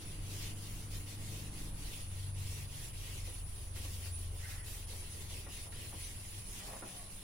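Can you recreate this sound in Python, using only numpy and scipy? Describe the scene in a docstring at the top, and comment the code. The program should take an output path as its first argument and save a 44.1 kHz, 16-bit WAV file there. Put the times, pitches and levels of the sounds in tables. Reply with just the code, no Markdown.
"""The hiss of felt comes first, close by: an eraser wipes a hanging whiteboard in quick strokes, in a small room.
Noise that follows the hand's speed makes the hiss; bands of slips make faint squeaks; blows and slips ring
the modes of panel and case as light knocks, soft thuds and two spells of hollow scraping drags.
Far outside, a motorbike's firing harmonics ease off and coast, a gliding tone repeats an insect's falling
whistle and a farther engine drones late on; coloured noise gives rumbling air and a chorus of insects."""
import sys
import numpy as np
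from scipy import signal
from scipy.fft import rfft, irfft
from scipy.io import wavfile
from scipy.ndimage import uniform_filter1d

SR = 44100
rng = np.random.default_rng(int(sys.argv[2]) if len(sys.argv) > 2 else 0)


def transcribe(signal):
    """Save signal, clipped to [-1, 1], as a 16-bit WAV file at the path in sys.argv[1]."""
    frames = np.atleast_2d(signal).T
    limited = np.clip(frames, -1, 1)
    pcm = np.round(limited * 32767).astype(np.int16)
    wavfile.write(sys.argv[1], SR, pcm)


N = 318828
T = np.arange(N) / SR  # time of each sample, s
HZ = np.fft.rfftfreq(N, 1 / SR)

# On the board, close to the microphones. Levels here are relative: each source adds its own trim.
# sweeps of the hand: start_s, length_s, fastest_point (share of the length), friction_db, extra_treble_db
HAND_SWEEPS = [(-.06, 0.29, 0.45, -56, -3.5), (0.207, 0.34, 0.7, -51.5, -2), (0.537, 0.39, 0.31, -56, 1),
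               (0.902, 0.16, 0.14, -55, 1.5), (1.057, 0.11, 0.57, -53, -1), (1.157, 0.36, 0.58, -54, -0.5),
               (1.506, 0.22, 0.45, -56, 1.5), (1.724, 0.37, 0.51, -54, -1), (2.064, 0.27, 0.47, -57, -0.5),
               (2.332, 0.34, 0.74, -52.5, -1.5), (2.674, 0.25, 0.55, -53.5, -0.5),
               (2.916, 0.37, 0.41, -54, -1), (3.237, .22, 0.16, -56, 0.5), (3.448, 0.28, 0.4, -60.5, 2.5),
               (3.757, 0.4, 0.23, -54.5, 1.5), (4.124, 0.18, 0.49, -58.5, 2), (4.295, 0.33, 0.72, -57, 2.5),
               (4.634, 0.23, 0.32, -53.5, 2), (4.866, .16, 0.41, -54, 0.5), (4.97, 0.41, 0.38, -56, -1),
               (5.285, 0.19, 0.22, -52.5, -3), (5.47, 0.23, 0.47, -53.5, -2),
               (5.7, 0.27, 0.43, -54.5, -1.5), (5.939, 0.24, 0.41, -53, -1), (6.12, 0.32, 0.81, -56.5, 1.5),
               (6.412, 0.48, 0.29, -55.5, 1), (6.84, 0.25, 0.27, -56, -0.5),
               (7.053, 0.28, 0.46, -58.5, 1.5)]
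# the felt's colour: frequency_hz, density_db (dB per Hz)
FELT_COLOUR = [(150, 1), (400, 1), (800, -9.5), (1500, -8.5), (1950, 0.5), (2250, 0), (2700, 3), (4000, 1),
               (6200, 0), (8500, -1.5), (12000, -4.5), (15800, -6.5)]
# the felt's edge catches: peak_s, level_db, length_s
EDGE_CATCHES = [(0.43, -55, 0.07), (1.93, -54, 0.062), (3.18, -53, 0.09), (3.772, -48.5, 0.054),
                (3.85, -50.5, 0.031), (4.068, -50.5, 0.077), (4.505, -52, 0.063), (5.22, -48, 0.024),
                (6.595, -50.5, 0.054), (6.675, -50, 0.024)]
# slow bending of the panel: mode_hz, width_hz, level_db
BENDING_MODES = [(236, 71, -17), (302, 120, 5.5), (380, 56, 3), (530, 250, -9)]
# soft thuds of the panel as the hand turns round: peak_s, level_db, length_s, pitch_factor (for that spot)
PANEL_THUDS = [(3.291, -62, 0.046, 1.26), (3.799, -59.5, 0.12, 0.92), (3.858, -65, 0.043, 1.2),
               (4.335, -58, 0.042, 1.05), (4.905, -60, 0.037, 1.5), (4.939, -61.5, 0.058, 1.37),
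               (5.142, -59, .06, 1.06), (5.347, -61, .08, 1), (5.474, -60, .05, 0.97),
               (5.776, -61.5, 0.16, 0.98), (5.947, -58, 0.058, 1.02), (6.765, -59.5, .03, 1),
               (6.835, -47.5, 0.036, 1)]
# faint squeaks and groans of the felt: start_s, length_s, first_hz, last_hz, level_db, roughness (0-1)
FELT_SQUEAKS = [(2.81, 0.1, 7500, 7200, -61, .9), (4.03, 0.09, 4530, 4600, -57.5, .9),
                (4.405, 0.07, 1940, 2080, -56.5, .55), (4.423, 0.057, 1550, 1570, -58, 0.5),
                (4.45, .058, 1890, 1840, -59, 0.5), (4.5, 0.088, 2030, 1990, -70, 0.9),
                (4.575, 0.081, 1990, 1910, -58, .55), (6.024, 0.069, 6000, 6100, -56, .9),
                (6.58, 0.052, 1960, 1900, -62, 0.2), (6.62, 0.121, 580, 773, -60, .5),
                (6.68, 0.12, 1120, 1120, -62, .3), (6.718, 0.036, 1960, 1990, -69, 0.1),
                (6.721, 0.086, 730, 560, -62, .55), (6.849, 0.085, 702, 604, -60.5, .5),
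                (6.93, 0.16, 750, 630, -62, .55), (6.93, 0.11, 1140, 1098, -66.5, 0.4)]
# the eraser knocks on the board: time_s, strength_db, case_share_db
ERASER_KNOCKS = [(3.275, -56.5, -12), (3.762, -63, 10), (3.85, -54.5, -16), (4.058, -62, 6),
                 (4.357, -62, -5), (4.892, -65, -9), (4.93, -65, 0), (5.024, -55, -18), (5.306, -59, -10),
                 (5.465, -51, -4), (5.668, -58, -18), (5.723, -67, 14), (5.927, -52, -7), (6.594, -66, 10),
                 (6.706, -61, -14), (6.76, -61, -14), (6.823, -47.5, -3)]
# modes of the board: mode_hz, width_hz, level_db
BOARD_MODES = [(290, 33, -1.5), (434, 50, -0.5), (538, 28, 2.5), (582, 55, 1), (662, 63, 4.5), (768, 56, 4),
               (830, 110, -5.5), (900, 59, -9), (975, 57, -2), (1090, 16, 3.5)]
# modes of the eraser's plastic case: mode_hz, width_hz, level_db
CASE_MODES = [(1460, 320, -1), (1780, 200, 1), (1890, 70, 3.5), (2160, 150, -4), (2430, 320, -9)]
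# hollow drags of the eraser: start_s, loudest_s, end_s, panel_db, case_db
ERASER_DRAGS = [(4.354, 4.452, 4.95, -73, -61), (4.476, 4.55, 4.6, -67, -63), (6.555, 6.643, 6.9, -64, -66),
                (6.585, 6.732, 6.86, -54, -69), (6.757, 6.877, 7.25, -60.5, -68)]
SPEED_LAW = 0.54  # friction amplitude grows as hand speed to this power
TURN_DB = -65.5  # friction left while the hand turns round
LINGER_DB, LINGER_S = -15, 0.054  # the room carries some of each sweep's hiss across the turn

# Outside, far off.
# the motorbike's engine: time_s, firing_hz (firings per s)
ENGINE_FIRING = [(0, 24.7), (1, 24.65), (1.5, 24.45), (1.92, 24.25), (2.1, 23.2), (2.25, 23.8), (3, 23.2),
                 (3.7, 22.5), (4.2, 21.9), (5, 21.1), (5.5, 20.6), (6, 20.1), (6.5, 19.7), (7.23, 19.2)]
# its lowest harmonics, past walls and houses: time_s, boom_db (third), drone_db (fourth), hum_db (fifth)
LOW_HARMONICS = [(0, -74, -54, -65), (.3, -68, -46, -60), (.55, -68, -46, -63), (.7, -72, -51, -70),
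                 (.9, -78, -48.5, -70), (1.25, -72, -49, -62), (1.6, -76, -55, -75), (1.98, -58, -52, -66),
                 (2.15, -54, -42.5, -62), (2.42, -56, -41, -59), (2.65, -48, -49, -60),
                 (2.8, -61, -56, -59), (3.15, -64, -49.5, -60), (3.6, -54, -51, -59), (3.8, -50, -46, -62),
                 (4.25, -55, -42.5, -64), (4.6, -56, -52, -53.5), (5, -61, -50.5, -57.5),
                 (5.5, -65, -50.5, -58), (5.85, -70, -57, -54.5), (6.15, -77, -53.5, -57),
                 (6.4, -76, -58, -50.5), (6.58, -74, -64, -68), (7.23, -79, -68, -81)]
# throttle: time_s, opening (0-1)
THROTTLE_OPENING = [(0, 0.6), (.6, 0.8), (1.1, 0.55), (1.4, 0.85), (1.85, 0.73), (2.05, 0.18)]
# coasting, four times in s: begins_s, fully_heard_s, starts_to_fade_s, gone_s
COAST_TIMES_S = (2.05, 2.2, 6.4, 6.55)
# exhaust under power: multiple (of the firing rate), level_db (at full throttle), change_db_per_s
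POWERED_HARMONICS = [(6, -58, 2.5), (7, -64.5, -2), (8, -62.5, 1.5), (9, -65.5, 1), (10, -66, -11),
                     (11, -80.5, 4), (12, -66.5, 4), (13, -65, -1.5), (14, -78, 0), (18, -72, 1.5)]
# exhaust while coasting: multiple (of the firing rate), first_level_db, change_db_per_s
COASTING_HARMONICS = [(6, -56, -6.5), (7, -73.5, 2)]
# exhaust noise: frequency_hz, density_db (dB per Hz)
EXHAUST_ROAR = [(60, -35), (140, -13), (300, -1), (600, -8.5), (1200, -12), (1800, -15.5), (4000, -27),
                (15000, -78)]
# a farther engine comes and goes, one row: start_s, end_s, first_hz, last_hz, level_db
FARTHER_ENGINE = (5.5, 8, 191, 187, -64)
# the insect's slurs, about two a second: loudest_s, level_db
INSECT_SLURS = [(-.06, -63), (.4, -63), (.9, -67), (1.401, -66), (1.9, -60), (2.38, -61), (2.85, -64),
                (3.38, -56.5), (3.95, -56.5), (4.5, -61), (4.93, -57.5), (5.45, -59), (5.819, -57),
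                (6.271, -54.5), (6.78, -55), (7.2, -63)]
# course of one slur: time_s (from its loudest moment), pitch_hz, level_db
SLUR_COURSE = [(-.8, 10520, -11), (-.4, 10200, -8), (-.15, 10010, -1), (.1, 9800, 0), (.3, 9640, -2),
               (.45, 9540, -12)]
# pitches the room favours in the whistle: peak_hz, width_hz, level_db
ROOM_WHISTLE_PEAKS = [(9585, 30, 0), (9730, 40, 0), (9790, 40, -5), (9860, 50, -2), (9975, 35, 0),
                      (10120, 35, 0), (10300, 80, -7), (10440, 40, -1)]
# farther insects: frequency_hz, density_db (dB per Hz)
INSECT_CHORUS = [(8600, -11), (9300, -3.5), (9600, 2.5), (9950, 6.5), (10200, 3), (10500, -2), (10750, -30),
                 (11000, -31)]

# The place and the pair of microphones.
# still room: frequency_hz, density_db (dB per Hz)
ROOM_AIR = [(12, -3), (26, -13), (33, -1), (41, 2), (53, -14.5), (100, -8.5), (160, -20.5), (250, -26.5),
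            (500, -30.5), (1000, -31), (1600, -36), (3000, -46), (8000, -54), (15800, -77)]
# steady hum: pitch_hz, level_db
HUM_TONES = [(196, -76), (603, -82.5), (1107, -92)]
# likeness of left and right in diffuse sound: frequency_hz, likeness (0-1)
LEFT_RIGHT_LIKENESS = [(40, 0.96), (130, 0.93), (300, 0.99), (600, 0.35), (1200, 0.017), (3000, 0.014),
                       (15000, 0.022)]
# colour difference of the microphones: frequency_hz, left_minus_right_db
MICROPHONE_BALANCE = [(30, -1), (90, 2), (160, 3.5), (300, 0), (900, 0.2), (5000, 0.3), (10000, -1),
                      (15000, -.4)]
STREET_DB, STREET_FADE_DB = 2.5, -5.5  # the street's rumble holds, then sinks this much as the motorbike leaves
EDGE_HZ = 15850  # top of the band


def amp(db):
    """Decibels to gain."""
    return 10 ** (np.asarray(db) / 20)


def unit(x):
    """Scales to rms 1."""
    return x / np.sqrt(np.mean(x ** 2) + 1e-20)


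def colour(points, hz=HZ):
    """Reads a table over log frequency."""
    f, value = np.transpose(points)
    return np.interp(np.log(hz + 1), np.log(f + 1), value)


def curves(rows):
    """Reads each column of a table at every sample."""
    s, *columns = np.transpose(rows)
    return [np.interp(T, s, column) for column in columns]


def shaped(x, gain):
    """Filters by a gain per frequency."""
    return irfft(rfft(x) * gain, N)


def add(mix, s, sound):
    """Lays a sound into a track at a time."""
    part = mix[round(s * SR):][:len(sound)]
    part += sound[:len(part)]


def drift(per_s, size=16384):
    """Slow random wandering of rms 1, with rates up to about per_s cycles a second."""
    hz = np.fft.rfftfreq(size, T[-1] / size)
    slow = irfft(rfft(rng.standard_normal(size)) * (hz > 0) / (1 + (hz / per_s) ** 4))
    return unit(np.interp(T, np.linspace(0, T[-1], size), slow))


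def pair():
    """Noise at two microphones: alike in the bass, nearly unrelated in the treble."""
    a, b = rng.standard_normal((2, N))
    same = np.clip(colour(LEFT_RIGHT_LIKENESS), -1, 1)
    return np.array([a, shaped(a, same) + shaped(b, np.sqrt(1 - same ** 2))])


def room(x, wet_db, t60):
    """Direct sound plus a diffuse decaying tail for each microphone, rescaled to hold the total power."""
    t = T[:SR // 2]
    tail = pair()[:, :len(t)] * amp(-60 * t / t60) * (t > .003)
    tail *= amp(wet_db) / np.linalg.norm(tail[0])
    echoes = signal.fftconvolve(x[None], tail, axes=1)[:, :N]
    return (x + echoes) / np.sqrt(1 + amp(wet_db) ** 2)


def grains(per_s, spread_db):
    """Tiny slips at random moments, a few much larger than the rest."""
    size = amp(spread_db * np.minimum(rng.exponential(1, N), 4)) * rng.choice([-1, 1], N)
    return unit(size * (rng.random(N) < per_s / SR))


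def ring(force, modes, spot_db=0, tuning=1, order=3):
    """A force rings a set of damped modes; the spot that is touched favours some of them."""
    t = T[:SR // 6]
    response = np.zeros(len(t))
    for hz, width, db in modes:
        gain = amp(db + spot_db * rng.standard_normal())
        response += gain * width * np.exp(-np.pi * width * t) * np.cos(2 * np.pi * hz * tuning * t)
    edges_hz = [.8 * tuning * modes[0][0], 1.15 * tuning * modes[-1][0]]
    response = signal.sosfilt(signal.butter(order, edges_hz, "band", fs=SR, output="sos"), response)
    return signal.oaconvolve(force, response / np.linalg.norm(response))[:len(force)]


def mottled(x, depth_db):
    """Random patches, some 300 Hz by 40 ms, make a hiss flicker."""
    z = signal.stft(x, nperseg=1024, noverlap=768)[2]
    patches = rng.standard_normal(z.shape[1:])
    for axis in (0, 1):
        patches = uniform_filter1d(patches, size=7, axis=axis)
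    gain = amp(depth_db * np.minimum(unit(patches), 1))
    return unit(signal.istft(z * gain, nperseg=1024, noverlap=768)[1][:, :N])


def swells(rows):
    """A sum of smooth bumps, one for each row of peak_s, level_db, length_s."""
    return sum(amp(db) * np.exp(-(2 * (T - s) / length) ** 2) for s, db, length in rows)


def hand():
    """Each sweep speeds up and slows down in one arch; gives friction amplitude and extra treble in dB."""
    power, treble = amp(TURN_DB) ** 2 * np.ones(N), np.zeros(N)
    for start, length, fastest, db, treble_db in HAND_SWEEPS:
        travel = np.interp((T - start) / length, [0, np.clip(fastest, .05, .95), 1], [0, .5, 1])
        speed = np.maximum(np.sin(np.pi * travel), 0)
        sweep = (amp(db) * speed ** SPEED_LAW) ** 2
        power += sweep
        treble += sweep * treble_db  # weighted by power, averaged below
    keep = np.exp(-1 / (LINGER_S * SR))
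    lingering = signal.lfilter([1 - keep], [1, -keep], power)
    friction = np.sqrt((power + amp(LINGER_DB) ** 2 * lingering) / (1 + amp(LINGER_DB) ** 2))
    return friction, treble / power


def felt(level_db=4.0, grain_db=-6, flutter_db=0.41, patch_db=0.9, mottle_db=3.0,
         brighten=0.25, direct_db=-8, lag_s=0.000378):
    """Countless fibres slip on the board; hiss grows and brightens with hand speed, and grip shifts its colour."""
    friction, grip_db = hand()
    treble_db = grip_db + brighten * 20 * np.log10(friction / np.median(friction))
    slips = grains(3000, 1.5)
    late = shaped(slips, np.exp(-2j * np.pi * HZ * lag_s))
    direct = np.array([late, slips])  # reaches the right microphone first
    echoes = pair() + amp(grain_db) * room(grains(1500, 5.2), wet_db=8.0, t60=0.14)
    hiss = mottled(shaped(echoes + amp(direct_db) * direct, amp(colour(FELT_COLOUR))), mottle_db)
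    # overlapping bands, each with its own small drift and its part of the treble tilt
    centres = np.geomspace(700, 14000, num=9)
    out = np.zeros((2, N))
    for hz, share in zip(centres, np.eye(len(centres))):
        tilt_db = treble_db * np.clip(np.log(hz / 4000) / np.log(3), 0, 1)
        out += shaped(hiss, colour(np.c_[centres, share])) * amp(tilt_db + patch_db * drift(9.5))
    rubbing = np.hypot(amp(level_db) * friction, swells(EDGE_CATCHES))
    return out * rubbing * amp(flutter_db * drift(26))


def flexing(thud_db=1, lean_db=-20, spot_db=2):
    """The panel bends a little under every sweep and thuds at the turns, higher or lower with the spot."""
    out = ring(amp(lean_db) * hand()[0] * grains(2000, 1.3), BENDING_MODES)
    t = T[:SR // 3] - T[SR // 6]  # centred on the thud
    for s, db, length, tuning in PANEL_THUDS:
        push = rng.standard_normal(len(t)) * np.exp(-(2 * t / length) ** 2)
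        add(out, s + t[0], amp(thud_db + db) * ring(push, BENDING_MODES, spot_db, tuning))
    return out


def motorbike(waver_db=2.0, smear=0.11, roar_db=-61):
    """One cylinder heard through the walls: powered harmonics and roar fade when the throttle shuts."""
    firing_hz, = curves(ENGINE_FIRING)
    boom_db, drone_db, hum_db = curves(LOW_HARMONICS)
    throttle, = curves(THROTTLE_OPENING)
    phase = 2 * np.pi * np.cumsum(firing_hz) / SR
    tones = np.zeros(N)
    for k, db in (3, boom_db), (4, drone_db), (5, hum_db):
        tones += amp(db) * np.cos(k * phase)
    coasting = np.interp(T, COAST_TIMES_S, [0, 1, 1, 0])
    throttle = throttle * np.interp(T, COAST_TIMES_S[:2], [1, 0])  # shut fully once coasting
    powered_part = POWERED_HARMONICS, throttle, T
    coasting_part = COASTING_HARMONICS, coasting, T - COAST_TIMES_S[1]
    for harmonics, share, since_s in (powered_part, coasting_part):
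        for k, db, db_per_s in harmonics:
            size = share * amp(db + db_per_s * since_s + waver_db * drift(2.25))
            scatter = rng.uniform(-np.pi, np.pi) * np.clip((k - 5) / 2, 0, 1)  # echoes scramble the upper ones
            tones += size * np.cos(round(k) * phase + scatter + smear * drift(5.3))
    roar = unit(shaped(pair(), amp(colour(EXHAUST_ROAR))))
    return np.sqrt(2) * tones + amp(roar_db) * throttle * roar


def insect(level_db=1.5, jitter_hz=12, rasp=0.14, plain_db=-15, fade_db=3.5, bend_hz=14):
    """Overlapping whistles slide down in pitch, fade in and out, and arrive mostly as echoes."""
    s, pitch_hz, shape_db = np.transpose(SLUR_COURSE)
    jitter = jitter_hz * drift(120) + bend_hz * drift(7.16)
    fades = fade_db * drift(8)
    out = np.zeros(N)
    for top, db in INSECT_SLURS:
        on = (T > top + s[0]) & (T < top + s[-1])
        t, shift = T[on] - top, rng.integers(N)  # the shift gives each slur its own wandering
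        hz = np.interp(t, s, pitch_hz) + np.roll(jitter, shift)[on]
        gain = amp(db + np.interp(t, s, shape_db) + np.roll(fades, shift)[on])
        out[on] += np.sqrt(2) * gain * np.sin(2 * np.pi * np.cumsum(hz) / SR)
    favoured = amp(plain_db)
    for hz, width, db in ROOM_WHISTLE_PEAKS:
        favoured = favoured + amp(db) / (1 + (2 * (HZ - hz) / width) ** 2)
    whistle = shaped(out * (1 + rasp * drift(87)), favoured)
    return amp(level_db) * room(whistle, wet_db=12, t60=0.6)


def background(air_db=-48.5, chorus_db=-56.5, hum_waver=0.68, street_hz=500):
    """Rumbling air, a faint wavering hum and the steady sizzle of farther insects."""
    street_db = STREET_DB + STREET_FADE_DB * (T / T[-1]) ** 3
    air = amp(air_db) * unit(shaped(pair(), amp(colour(ROOM_AIR))))
    low_air = shaped(air, 1 / (1 + (HZ / street_hz) ** 2))
    air = air + low_air * (amp(street_db) - 1)
    band = (HZ > INSECT_CHORUS[0][0]) * (HZ < INSECT_CHORUS[-1][0])
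    chorus = amp(chorus_db) * unit(shaped(pair(), amp(colour(INSECT_CHORUS)) * band))
    hum = np.zeros(N)
    for hz, db in HUM_TONES:
        hum += np.sqrt(2) * amp(db) * np.sin(2 * np.pi * hz * T + hum_waver * drift(7.6))
    return air + chorus + hum


def squeaks(width=0.038, base_hz=35, wobble=0.0085):
    """The felt half sings: a wobbling tone in a narrow band of slips swells, glides and fades."""
    out = np.zeros(N)
    for s, length, start_hz, end_hz, db, rough in FELT_SQUEAKS:
        on = (T > s) & (T < s + length)
        u = (T[on] - s) / length
        slips, rough = drift(base_hz + width * start_hz), np.clip(rough, 0, 1)
        glide_hz = start_hz + (end_hz - start_hz) * u
        phase = 2 * np.pi * np.cumsum(glide_hz * (1 + wobble * np.roll(slips, N // 3)[on])) / SR
        # a pure tone blended with complex noise, which widens it into a band
        noise = (slips[on] + 1j * np.roll(slips, N // 2)[on]) / np.sqrt(2)
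        voice = 1 - rough + rough * noise
        out[on] += amp(db) * np.sin(np.pi * u) * unit((voice * np.exp(1j * phase)).real)
    return out


def knocks(panel_db=2.0, case_db=2, rattle_s=0.017, blow_db=22, spot_db=1.5, soft_hz=1200):
    """Each knock is one cushioned blow and a short rattle of contacts; they ring the panel and the case."""
    out, t = np.zeros(N), T[:SR // 5]
    for s, db, share_db in ERASER_KNOCKS:
        force = rng.standard_normal(len(t)) * np.exp(-t / rattle_s) + amp(blow_db) * (t == 0)
        panel = amp(panel_db) * ring(force, BOARD_MODES, spot_db)
        case = amp(case_db + share_db) * ring(force, CASE_MODES, spot_db)
        add(out, s, amp(db) * (panel + case))
    return shaped(out, 1 / (1 + 1j * HZ / soft_hz))  # the cushioning dulls the blow


def drags(uneven_db=2):
    """Pressed hard, the eraser sticks and slips, and panel and case sound hollow."""
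    panel, case = np.zeros((2, N))
    for start, top, end, panel_db, case_db in ERASER_DRAGS:
        pressure = np.interp(T, [start, top, end], [0, 1, 0])
        panel += pressure * amp(panel_db)
        case += pressure * amp(case_db)
    grip = amp(uneven_db * drift(35))
    panel_sound = ring(grip * panel * grains(2000, 0.97), BOARD_MODES)
    return panel_sound + ring(grip * case * grains(2000, 1.7), CASE_MODES)


def far_drone():
    """One sinking engine note swells and fades."""
    start, end, first_hz, last_hz, db = FARTHER_ENGINE
    u = np.clip((T - start) / (end - start), 0, 1)
    phase = 2 * np.pi * np.cumsum(first_hz + (last_hz - first_hz) * u) / SR
    return np.sqrt(2) * amp(db) * np.sin(np.pi * u) * np.sin(phase)


def scene():
    """The board close by, the street and the insects behind it."""
    rubbed = room(drags() + flexing() + squeaks(), wet_db=2.5, t60=0.11)
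    knocked = room(knocks(), wet_db=-0.5, t60=0.1)
    outside = motorbike() + far_drone() + insect()
    return felt() + rubbed + knocked + outside + background()


def record(dry):
    """The two microphones differ a little in colour; then the band limit."""
    tilt = amp(np.outer([.5, -.5], colour(MICROPHONE_BALANCE)))
    low_pass = signal.firwin(1023, EDGE_HZ, window=("kaiser", 9), fs=SR)
    return signal.oaconvolve(shaped(dry, tilt), low_pass[None], "same")


dry = scene()
out = record(dry)
transcribe(out)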